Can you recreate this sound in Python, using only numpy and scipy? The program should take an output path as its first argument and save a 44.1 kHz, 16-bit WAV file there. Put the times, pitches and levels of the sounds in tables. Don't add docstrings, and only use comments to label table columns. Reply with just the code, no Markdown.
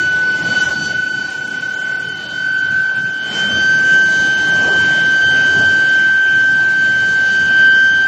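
import sys
import numpy as np
from scipy import signal
from scipy.fft import rfft, irfft, next_fast_len
from scipy.io import wavfile
from scipy.ndimage import uniform_filter1d, minimum_filter1d

SR = 44100
rng = np.random.default_rng(int(sys.argv[2]) if len(sys.argv) > 2 else 0)


def digitize_waveform(pressure):
    field = np.atleast_2d(pressure).T
    bounded = np.clip(field, -1, 1)
    quanta = np.round(bounded * 32767).astype(np.int16)
    wavfile.write(sys.argv[1], SR, quanta)


def attenuation_scalar(level_db):
    decades = np.asarray(level_db, float) / 20
    return 10 ** decades


N = 355887
TIME = np.arange(N) / SR

# time_s, gain_db
PHONE_GAIN = [(0, -0.8), (.38, 1), (.52, 4), (.88, 2.5), (1.02, -2), (1.95, -3), (2.49, -4.5), (2.74, -3),
              (3.18, -4.5), (3.33, 2.5), (3.87, 2.5), (4.3, 3), (4.7, 4), (5.1, 3), (5.65, 2.5),
              (6.17, -0.26), (7.5, 0), (8.07, -0.5)]


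def columns(table):
    s, *cols = np.transpose(table)
    return [np.interp(TIME, s, c) for c in cols]


def bump(s, width_s):
    return np.exp(-((TIME - s) / width_s) ** 2)


def walk(rate_hz):
    hold = int(SR / rate_hz)
    steps = np.repeat(rng.standard_normal(N // hold + 1), hold)
    return 1.22 * uniform_filter1d(uniform_filter1d(steps, hold), hold)[:N]


def noise(shape):
    size = next_fast_len(N)
    spectrum = rfft(rng.standard_normal(size)) * shape(np.fft.rfftfreq(size, 1 / SR) + 1e-9)
    x = irfft(spectrum, size)[:N]
    return x / np.sqrt(np.mean(x ** 2))


def band(centre_hz, width_hz):
    re, im = (noise(lambda f: 1 / (1 + (2 * f / width_hz) ** 2)) for _ in range(2))
    return (re + 1j * im) * np.exp(2j * np.pi * centre_hz * TIME)


def machines():
    # level_db, share_of_phone_gain
    base_levels = [
        (-34.5, 1.19),
        (-37.5, 1.23),
        (-40, .85),
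        (-46, 0.96),
    ]
    # time_s, change_db, half_width_s
    machine_surges = [
        [(.04, 4.5, 0.05), (.47, 2, 0.06), (.87, -1, 0.032), (1.34, -4.5, .045), (2.74, 5.5, .055),
         (3.03, 5.5, .07), (3.25, -2.5, 0.73), (3.59, 4.5, .09), (4.25, 2.5, .06), (4.94, -4.5, 0.043),
         (5.18, -2.5, 0.065), (5.57, 8, 0.035), (6.21, -6.5, .04), (7.81, -3.5, .05)],
        [(.27, 3.5, .05), (.7, 5, 0.046), (.9, -2, 0.32), (2.27, 4, .03), (3.03, -7.5, 0.022), (3.39, 2, .05),
         (4.73, 5.5, 0.088), (5.62, 2, .04), (7.48, 2, 0.31)],
        [(.58, 2.5, .1), (2.92, -4, .02), (3.03, -10.5, 0.016), (3.12, -2.5, .03), (3.39, 2.5, .05),
         (4.02, -4.5, .06)],
        [(.27, -2, .12), (.61, 4, .038), (.86, 2.5, 0.027), (2.14, -3, 0.035), (2.92, -3.5, 0.14),
         (3.38, 3.5, 0.055), (6.9, 1.5, 0.46)],
    ]
    gain_db = columns(PHONE_GAIN)[0]
    levels_db = []
    for (db, share), surges in zip(base_levels, machine_surges):
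        swell_db = sum(change * bump(s, w) for s, change, w in surges)
        levels_db.append(db + share * gain_db + swell_db)
    return levels_db


def hall(levels_db):
    # pitch_hz, density_db (per Hz)
    hall_colour = [(25, -29.5), (50, -17.5), (80, -8), (150, -0.5), (300, -4.5), (500, -8.5), (800, -9.5),
                   (1100, -14), (2200, -13), (3600, -16), (5400, -18.5), (7000, -18), (7800, -25)]
    # pitch_hz, width_hz, level_db (against the rumble)
    hum_lines = [(147.8, 2.5, -14.5), (302.4, 13, -13), (365, 12, -19), (632, 12, -20), (193, 5.3, -21),
                 (765, 60, -15.5), (879, 46, -17)]
    colour_hz, colour_db = np.transpose(hall_colour)
    swings = np.array([level - level.mean() for level in levels_db])
    owner_hz, owner = np.log([350, 550, 1100, 1700, 3000, 4500]), [0, 1, 1, 2, 2, 3]
    gust = 1.5 * walk(16)
    out, power = 0, 0
    for centre in 25 * 2 ** np.arange(0, 8.6, 1 / 3):
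        log_hz = np.log(centre)
        bell = lambda f: np.cos(np.pi / 2 * np.clip(3 * np.log2(f / centre), -1, 1))
        gain = attenuation_scalar(np.interp(log_hz, np.log(colour_hz), colour_db)) * np.sqrt(centre)
        shares = np.maximum(1 - abs(np.interp(log_hz, owner_hz, owner) - np.arange(4)), 0)
        slew = int(SR * 80 / centre ** 1.6) + 1
        swing = (1 + 12 / centre) * uniform_filter1d(shares @ swings, slew)
        lumps = np.interp(log_hz, np.log([100, 3000]), [3.2, 1.8]) * walk(9) + .4 * gust
        out = out + gain * attenuation_scalar(swing + lumps) * noise(bell)
        power += gain ** 2 * (60 < centre < 450)
    hum = sum(attenuation_scalar(db + swings[0] / 2) * band(f, w).real for f, w, db in hum_lines)
    return attenuation_scalar(levels_db[0].mean()) * (out / np.sqrt(power) + hum)


def whine_dips():
    # time_s, depth_db, half_width_s
    short_dips = [
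        (1.612, -17.5, 0.0062),
        (2.945, -2.5, 0.012),
        (3.035, -0.5, 0.0089),
    ]
    return attenuation_scalar(sum(db * bump(s, w) for s, db, w in short_dips))


def overtones(rest_db, overtone_swells):
    size = [attenuation_scalar(db + columns(PHONE_GAIN)[0]) for db in rest_db]
    for s, multiple, db, w in overtone_swells:
        i = round(multiple) - 2
        size[i] = size[i] + attenuation_scalar(db) * bump(s, w)
    return [20 * np.log10(a) for a in size]


def coil(hz, levels_db, side, skirt_db, skirt_hz, node_gain=lambda k: 1):
    # multiple, near_db, far_db
    weak_orders = [
        (.5, -54.5, -63),
        (5, -59.5, -81.5),
    ]
    # offset_hz, width_hz, near_db, far_db (under the tone)
    supply_ripple = [
        (-36, 9.9, -42, -26.5),
        (35.5, 4.9, -32.5, -18.5),
        (90.5, 75, -39, -36.5),
    ]
    turn = 2j * np.pi * np.cumsum(hz) / SR
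    fringe = attenuation_scalar(skirt_db) * band(0, skirt_hz)
    for offset_hz, width_hz, *ripple_db in supply_ripple:
        fringe += attenuation_scalar(ripple_db[side]) * band(offset_hz, width_hz)
    out = 0
    for k, db in enumerate(levels_db, 1):
        calm = attenuation_scalar(uniform_filter1d(db, SR // 2))
        shake_db = (.35 if k == 1 else 1.8) * walk(14)
        size = attenuation_scalar(db + shake_db) * node_gain(k) + calm * np.roll(fringe, k * SR)
        out = out + size * np.exp(k * turn)
    for multiple, *weak_db in weak_orders:
        out = out + attenuation_scalar(weak_db[side] + 1.5 * walk(3)) * np.exp(multiple * turn)
    return np.sqrt(2) * out.real


def far_coil():
    # time_s, level_db
    whine_levels = [(0.0, -38.5), (0.3, -29), (0.59, -17.5), (1.08, -24.5), (2.13, -27), (2.66, -24),
                    (3.18, -33.5), (3.37, -27), (3.77, -36), (4.79, -35.5), (5.56, -26.8), (6.88, -36.5),
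                    (7.79, -28), (8.06, -34.5)]
    # time_s, multiple, peak_db, half_width_s
    overtone_swells = [(0.04, 3, -48.6, 0.05), (0.21, 2, -49, 0.18), (1.37, 3, -55.5, 0.13), (2.17, 3, -52, 0.22),
                       (2.21, 2, -46.4, 0.14), (2.67, 2, -45, 0.05), (3.25, 3, -54, 0.08), (3.29, 2, -37.5, 0.13),
                       (3.95, 2, -39.3, 0.34), (5.23, 2, -36, 1.11), (7.27, 3, -53, 0.51), (7.63, 2, -37.5, 0.7)]
    levels_db = columns(whine_levels) + overtones([-47, -52], overtone_swells)
    return coil(np.full(N, 1484.3), levels_db, side=1, skirt_db=-17, skirt_hz=48.6)


def nodes(multiple):
    # time_s, multiple, half_width_s
    wave_nodes = [(.17, 3, .04), (.21, 2, .04), (.41, 3, 0.025), (.7, 3, 0.025), (.74, 2, 0.025),
                  (.76, 4, .03), (1.33, 3, .04), (1.681, 2, 0.025), (1.79, 3, .06), (1.99, 2, 0.065),
                  (2.268, 1, 0.09), (2.78, 2, 0.086), (2.79, 3, .04), (3.0, 3, 0.034), (3.3, 3, 0.042),
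                  (3.338, 1, 0.055), (3.46, 4, 0.054), (3.82, 2, 0.04), (4.1, 2, 0.028), (5.2, 2, 0.019),
                  (4.64, 3, 0.049), (5.72, 4, 0.072), (5.98, 3, 0.026), (6.55, 4, .04), (6.7, 2, 0.021),
                  (6.98, 3, 0.044), (7.52, 4, .03), (7.7, 4, 0.044)]
    return np.prod([np.tanh((s - TIME) / w) for s, k, w in wave_nodes if k == multiple], axis=0)


def near_coil():
    # time_s, pitch_hz
    whine_pitch = [(0, 1495.79), (0.4, 1501.89), (0.62, 1503.9), (0.8, 1505.0), (1.05, 1510.49),
                   (1.3, 1513.86), (1.47, 1515.47), (1.7, 1521.45), (1.95, 1523.17), (2.4, 1531.38),
                   (3, 1540.38), (3.6, 1547.68), (4, 1551.88), (4.5, 1553.87), (5.3, 1554.1), (7, 1554.53),
                   (7.5, 1557.59), (8.07, 1563.54)]
    # time_s, level_db
    whine_levels = [(0, -14.5), (.28, -14), (.42, -20), (.6, -15), (.8, -29), (.98, -18), (1.16, -21.5),
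                    (1.33, -26), (1.68, -22.5), (1.92, -19.5), (2.2, -29.5), (2.45, -17), (2.85, -16),
                    (3.25, -22), (3.7, -11.5), (4.4, -13), (5.3, -11.5), (8.07, -12.5)]
    # time_s, change_db, half_width_s
    hand_sways = [(2.78, 3, 0.03), (2.98, 3, 0.018), (3.06, 3, .015), (3.41, 2.5, 0.062), (3.5, -3.5, 0.05),
                  (3.7, 1, .05), (3.95, 3.5, 0.065), (4.1, 0, .06), (4.4, -2, 0.066), (4.68, -1.5, 0.053),
                  (5.1, -0.3, .1), (5.8, 0.6, 0.18), (6.15, 0.2, .06), (6.4, 1.2, .12), (6.75, -1, .1),
                  (7.06, -2, 0.09), (7.38, 0.5, .06), (7.48, -1, .04), (7.63, 4, .1), (7.8, 3, .12)]
    # time_s, multiple, peak_db, half_width_s
    overtone_swells = [(.04, 3, -40, .054), (.05, 2, -35, 0.11), (.29, 3, -46, 0.044), (.33, 2, -34, 0.018),
                       (.52, 3, -36, 0.069), (.57, 2, -27.5, 0.08), (.63, 4, -36.5, .058), (.81, 3, -38, .059),
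                       (.86, 4, -39.5, .04), (.87, 3, -37.5, 0.56), (.97, 2, -36, 0.84), (1.84, 2, -43, 0.083),
                       (2.36, 2, -35, 0.44), (2.36, 3, -44, 0.49), (3.43, 2, -23, .13), (3.62, 2, -30, 0.092),
                       (3.64, 3, -37.5, .12), (3.63, 4, -41, 0.16), (3.9, 3, -43.5, 0.8), (3.96, 2, -37.5, 0.036),
                       (4.15, 4, -41, 0.45), (5.06, 2, -28, 1.56), (5.25, 4, -47, .3), (5.49, 3, -39.5, .54),
                       (6.3, 4, -47, .12), (6.95, 2, -39, 0.11), (7.3, 4, -46, .22), (7.9, 4, -46.5, 0.12),
                       (7.94, 2, -27.5, .58), (8.15, 3, -42, 1.5)]
    whine_db = columns(whine_levels)[0] + sum(db * bump(s, w) for s, db, w in hand_sways)
    levels_db = [whine_db] + overtones([-60.5, -62, -51], overtone_swells)
    return coil(*columns(whine_pitch), levels_db, side=0, skirt_db=-26.0, skirt_hz=61, node_gain=nodes)


def scene():
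    background = hall(machines())
    whines = far_coil() + near_coil()
    return (whines * whine_dips() + background)[None]


def patchy_treble(x):
    # band_start_hz, dropped_share, slipped_through_share
    patches = [(0, 0, 0), (1750, .03, 0), (1950, .03, 0), (2200, .03, 0), (2500, .03, 0), (2800, .03, 0),
               (3200, .05, 0), (3450, .05, 0), (3750, .05, 0), (4100, .05, 0), (4400, .04, 0),
               (4750, .07, 0), (5200, .07, 0), (5700, .07, 0), (6400, .16, 0), (7000, .2, 0), (7600, .3, 0),
               (7850, .2, .14), (8250, .2, .06), (8600, .28, .04), (9000, .05, .27), (9600, .04, .03),
               (10200, .03, 0), (11000, .02, 0), (12000, .04, 0), (13000, .04, 0), (14400, 0, 0)]
    # pitch_hz, level_db (against its source)
    copy_levels = [(7900, -33.5), (9400, -36), (10200, -27), (11600, -25), (12000, -33), (13700, -36),
                   (14300, -32.5), (14600, -23.5), (15500, -25.5)]
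    size = 1280
    edge_hz, shift_hz = 7850, 3900
    drop_db, slip_db, patchy_db = -26, 20, 5
    sieve, flatten = 0.9, .45
    hz, _, z = signal.stft(x, SR, "cosine", size, size // 2)
    smooth = uniform_filter1d(np.log(abs(z) + 1e-12), size=16, axis=0)
    height = abs(z) / np.exp(minimum_filter1d(smooth, size=13, axis=0))
    z[height < sieve] = 0
    bins, edge = round(shift_hz / hz[1]), round(edge_hz / hz[1])
    for lo, step, press in ((edge + bins, 2 * bins, 1), (edge, bins, flatten)):
        pressed = z / np.maximum(height / 3.4, 1) ** press
        z[lo:lo + bins] = pressed[lo - step:lo - step + bins]
    z[edge + 2 * bins:] = 0
    loudness = uniform_filter1d(abs(z[edge:]).mean(axis=0), size=5)
    z[edge:] *= np.sqrt(loudness.mean() / loudness)
    grain = np.repeat(rng.standard_normal((len(hz) // 8 + 1, z.shape[1])), 8, axis=0)[edge:len(hz)]
    copy_db = np.interp(hz[edge:], *np.transpose(copy_levels))[:, None]
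    z[edge:] *= attenuation_scalar(copy_db + patchy_db * grain)
    start_hz, dropped, slipped = np.transpose(patches)
    patch = np.searchsorted(start_hz, hz, "right") - 1
    luck = rng.random((patch.max() + 1, z.shape[1]))
    for axis in (0, 1):
        luck = np.where(rng.random(luck.shape) < .45, np.roll(luck, 1, axis=axis), luck)
    tone = uniform_filter1d(1. * (height > 8), size=5, axis=0) > 0
    lost = luck[patch] < dropped[patch, None] * loudness.mean() / loudness
    leaked = luck[patch] > 1 - slipped[patch, None]
    z[lost & ~tone] *= attenuation_scalar(drop_db)
    z[leaked & ~tone] *= attenuation_scalar(slip_db)
    return signal.istft(z, SR, "cosine", size, size // 2)[1][:N]


def roll_off(x):
    return signal.sosfilt(signal.butter(12, 15720, fs=SR, output="sos"), x)


def record(dry):
    mix = patchy_treble(dry[0])[None]
    return roll_off(mix)


dry = scene()
out = record(dry)
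digitize_waveform(out)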